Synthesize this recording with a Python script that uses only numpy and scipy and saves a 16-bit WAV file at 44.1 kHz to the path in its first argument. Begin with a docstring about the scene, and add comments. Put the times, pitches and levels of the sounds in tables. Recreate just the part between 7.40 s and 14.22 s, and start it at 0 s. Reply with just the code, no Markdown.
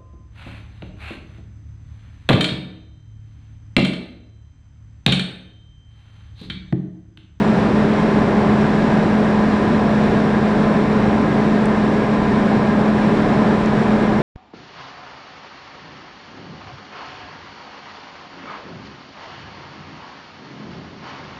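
"""A booming drivetrain drone over tyre roar, heard from inside a vehicle cruising on an open highway.
The shaft's fifth order booms in the cabin; uneven tyres throb once a turn and other turning parts hum.
Asphalt roars up through the body, air rushes along the windows, and loose trim ticks faintly twice.
One microphone in the cabin takes it all in, overloading so that the highest positive peaks flatten."""
import sys
import numpy as np
from scipy.fft import rfft, irfft, next_fast_len
from scipy.io import wavfile
from scipy.ndimage import map_coordinates

SR = 44100
rng = np.random.default_rng(int(sys.argv[2]) if len(sys.argv) > 2 else 0)


def unload_wav(signal):
    """Save mono or channel-first audio to the path in sys.argv[1] as 16-bit WAV at rate SR, clipped to [-1, 1]."""
    wavfile.write(
        sys.argv[1],
        SR,
        np.round(np.clip(np.atleast_2d(signal).T, -1, 1) * 32767).astype(np.int16),
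    )


N = 300762

# Brief swells of the cabin boom. Each row: time of the peak in seconds, rise in dB.
BOOM_SWELLS = [(1.08, 1.5), (1.8, 2.5), (2.57, 1.8), (5.55, 1)]
# The weaker drivetrain tones around the boom. Each row: multiple of the shaft rate, level in dB.
SHAFT_ORDERS = [(3, -50), (4, -34.5), (6, -43), (7, -32), (8, -44.5), (9, -37.5), (10, -38), (13, -46),
                (16, -51), (17, -51.5), (19, -51), (23, -43.5)]
# Tones of the uneven tyres. Each row: multiple of the wheel rate, level in dB.
TYRE_ORDERS = [(3, -41.5), (9, -43), (10, -45), (11, -33.5), (12, -36), (13, -38.5), (15, -31.5), (18, -37)]
# Steady hums of other turning parts. Each row: pitch in Hz, level in dB.
PART_HUMS = [(28.8, -48.5), (71.8, -42.5), (86.2, -45), (257.3, -48), (279.5, -41), (321.7, -42),
             (406.9, -36.5), (450.3, -40.5)]
# Slow drift shared by road and air noise. Each row: time in seconds, dB about the usual level.
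ROLLING_DRIFT = [(0, 0.1), (1.5, .5), (4.8, -.6), (5.95, 0.53), (6.82, -0.4)]
# Road roar as it reaches the cabin. Each row: frequency in Hz, relative spectral level in dB.
ROAR_SPECTRUM = [(15, -23), (35, -14.5), (55, -12.5), (100, -7), (150, -1.5), (200, 0), (240, 1.5),
                 (275, -4), (350, -4), (440, -5), (520, -7.5), (600, -6.5), (760, -8.5), (1150, -14.3),
                 (2000, -25), (4000, -61.5)]
# Narrow bands where the tread sings. Each row: centre in Hz, half-width in Hz, relative level in dB.
TREAD_BANDS = [(412.5, 33, -33), (590, 12, -39.5), (871, 10, -46.5), (1019, 22, -37), (1634, 24, -41.5),
               (1826, 35, -47), (2046, 13, -53), (2105, 21, -49), (2248, 16, -52), (4680, 70, -64)]
# Air on the windows, heard from inside. Each row: frequency in Hz, relative spectral level in dB.
RUSH_SPECTRUM = [(300, -20), (1300, 5), (1800, 11), (1950, 3.5), (2400, 4.5), (3000, -1), (3900, -2),
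                 (4450, -7.5), (4750, -8.5), (5100, -9.5), (5500, -8.5), (6400, -18), (7100, -16),
                 (10000, -26)]
# Faint ticks of loose trim. Each row: start in seconds, level in dB, pitch in Hz.
TRIM_TICKS = [(4.2572, -31.5, 8630), (6.26, -33, 6120)]


def amp(db):
    """Decibels to gain."""
    return 10 ** (np.asarray(db) / 20)


def wobble(rate):
    """A smooth random curve, rate knots a second."""
    knots = rng.standard_normal(int(N * rate / SR) + 4)
    return map_coordinates(knots, [np.arange(N) * rate / SR])


def filtered(x, response):
    """x through a filter whose gain is response(Hz)."""
    size = next_fast_len(N + SR // 2)
    gain = response(np.fft.rfftfreq(size, 1 / SR))
    return irfft(rfft(x, size) * gain, size)[:N]


def noise(response):
    """Noise of rms 1 with the given response."""
    x = filtered(rng.standard_normal(N), response)
    return x / np.sqrt(np.mean(x ** 2) + 1e-20)


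def colour(points):
    """The response through (Hz, dB) points on a log axis."""
    point_hz, db = np.transpose(points)
    return lambda hz: amp(np.interp(np.log(hz + 1), np.log(point_hz), db))


def band(centre_hz, half_width_hz):
    """The response of one resonant peak."""
    return lambda hz: 1 / (1 + ((hz - centre_hz) / half_width_hz) ** 2)


def tone(cycles, flutter_db):
    """A sine of rms near 1 that follows a running count of cycles and flutters in strength."""
    return np.sqrt(2) * np.sin(2 * np.pi * (cycles + rng.random())) * amp(flutter_db * wobble(5))


def drivetrain(t, boom_order=5, boom_hz=211.5, creep_hz_per_s=0.1102, boom_db=-19, ease_db_per_s=0.06):
    """Tones locked to one shaft; the cabin booms at one, its pitch creeping up as speed gathers."""
    shaft_turns = np.cumsum(boom_hz + creep_hz_per_s * t) / SR / boom_order
    swell_db = sum(db * np.exp(-((t - peak) / 0.11) ** 2) for peak, db in BOOM_SWELLS)  # about 0.2 s each
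    boom = amp(boom_db - ease_db_per_s * t + swell_db) * tone(boom_order * shaft_turns, flutter_db=0.6)
    return boom + sum(amp(db) * tone(order * shaft_turns, flutter_db=1.0) for order, db in SHAFT_ORDERS)


def tyre_throb(wheel_hz=12.43):
    """Tyre unevenness repeats each turn, so its low tones beat into a throb."""
    wheel_turns = np.cumsum(wheel_hz * (1 + 0.00064 * wobble(0.98))) / SR
    return sum(amp(db) * tone(order * wheel_turns, flutter_db=0.5) for order, db in TYRE_ORDERS)


def turning_parts(t):
    """Other turning parts hum at their own, slightly wandering, rates."""
    return sum(amp(db) * tone(hz * t + 0.08 * wobble(1.97), flutter_db=1.0) for hz, db in PART_HUMS)


def road_roar(drift_db, level_db=-18.4):
    """Asphalt grain shakes the body into a broad roar around the microphone."""
    return amp(level_db + drift_db + 0.41 * wobble(6.4)) * noise(colour(ROAR_SPECTRUM))


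def tread_song(lift_db=1.3):
    """The same grain makes the tread sing in narrow bands, each wavering on its own."""
    return sum(amp(db + lift_db + 0.92 * wobble(4)) * noise(band(hz, half_width))
               for hz, half_width, db in TREAD_BANDS)


def window_rush(drift_db, level_db=-33):
    """Turbulent air hisses along the outside of the windows."""
    gust_db = 0.31 * (wobble(6) + wobble(25))
    return amp(level_db + drift_db + gust_db) * noise(colour(RUSH_SPECTRUM))


def loose_trim(t, decay_s=0.0079):
    """Each tick is a tiny burst around one pitch, dying by 60 dB in decay_s."""
    ticks = np.zeros(N)
    for start, db, hz in TRIM_TICKS:
        envelope = (t >= start) * amp(db - 60 * np.abs(t - start) / decay_s)
        ticks += envelope * noise(band(hz, 0.15 * hz))
    return ticks


def scene():
    """Everything meets at one spot in the cabin; road roar and air rush rise and fall together."""
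    t = np.arange(N) / SR
    drift_db = np.interp(t, *np.transpose(ROLLING_DRIFT))
    tyres = road_roar(drift_db) + tread_song() + tyre_throb()
    rush = window_rush(drift_db)
    return (drivetrain(t) + turning_parts(t) + tyres + rush + loose_trim(t))[None]


def record(dry, ceiling=0.47, hardness=24, top_hz=10000):
    """The microphone saturates on the positive side only; the recorder keeps nothing above top_hz."""
    overload = np.maximum(dry[0], 0) / ceiling
    flattened = dry[0] / (1 + overload ** hardness) ** (1 / hardness)
    return filtered(flattened, lambda hz: hz < top_hz)[None]


dry = scene()
out = record(dry)
unload_wav(out)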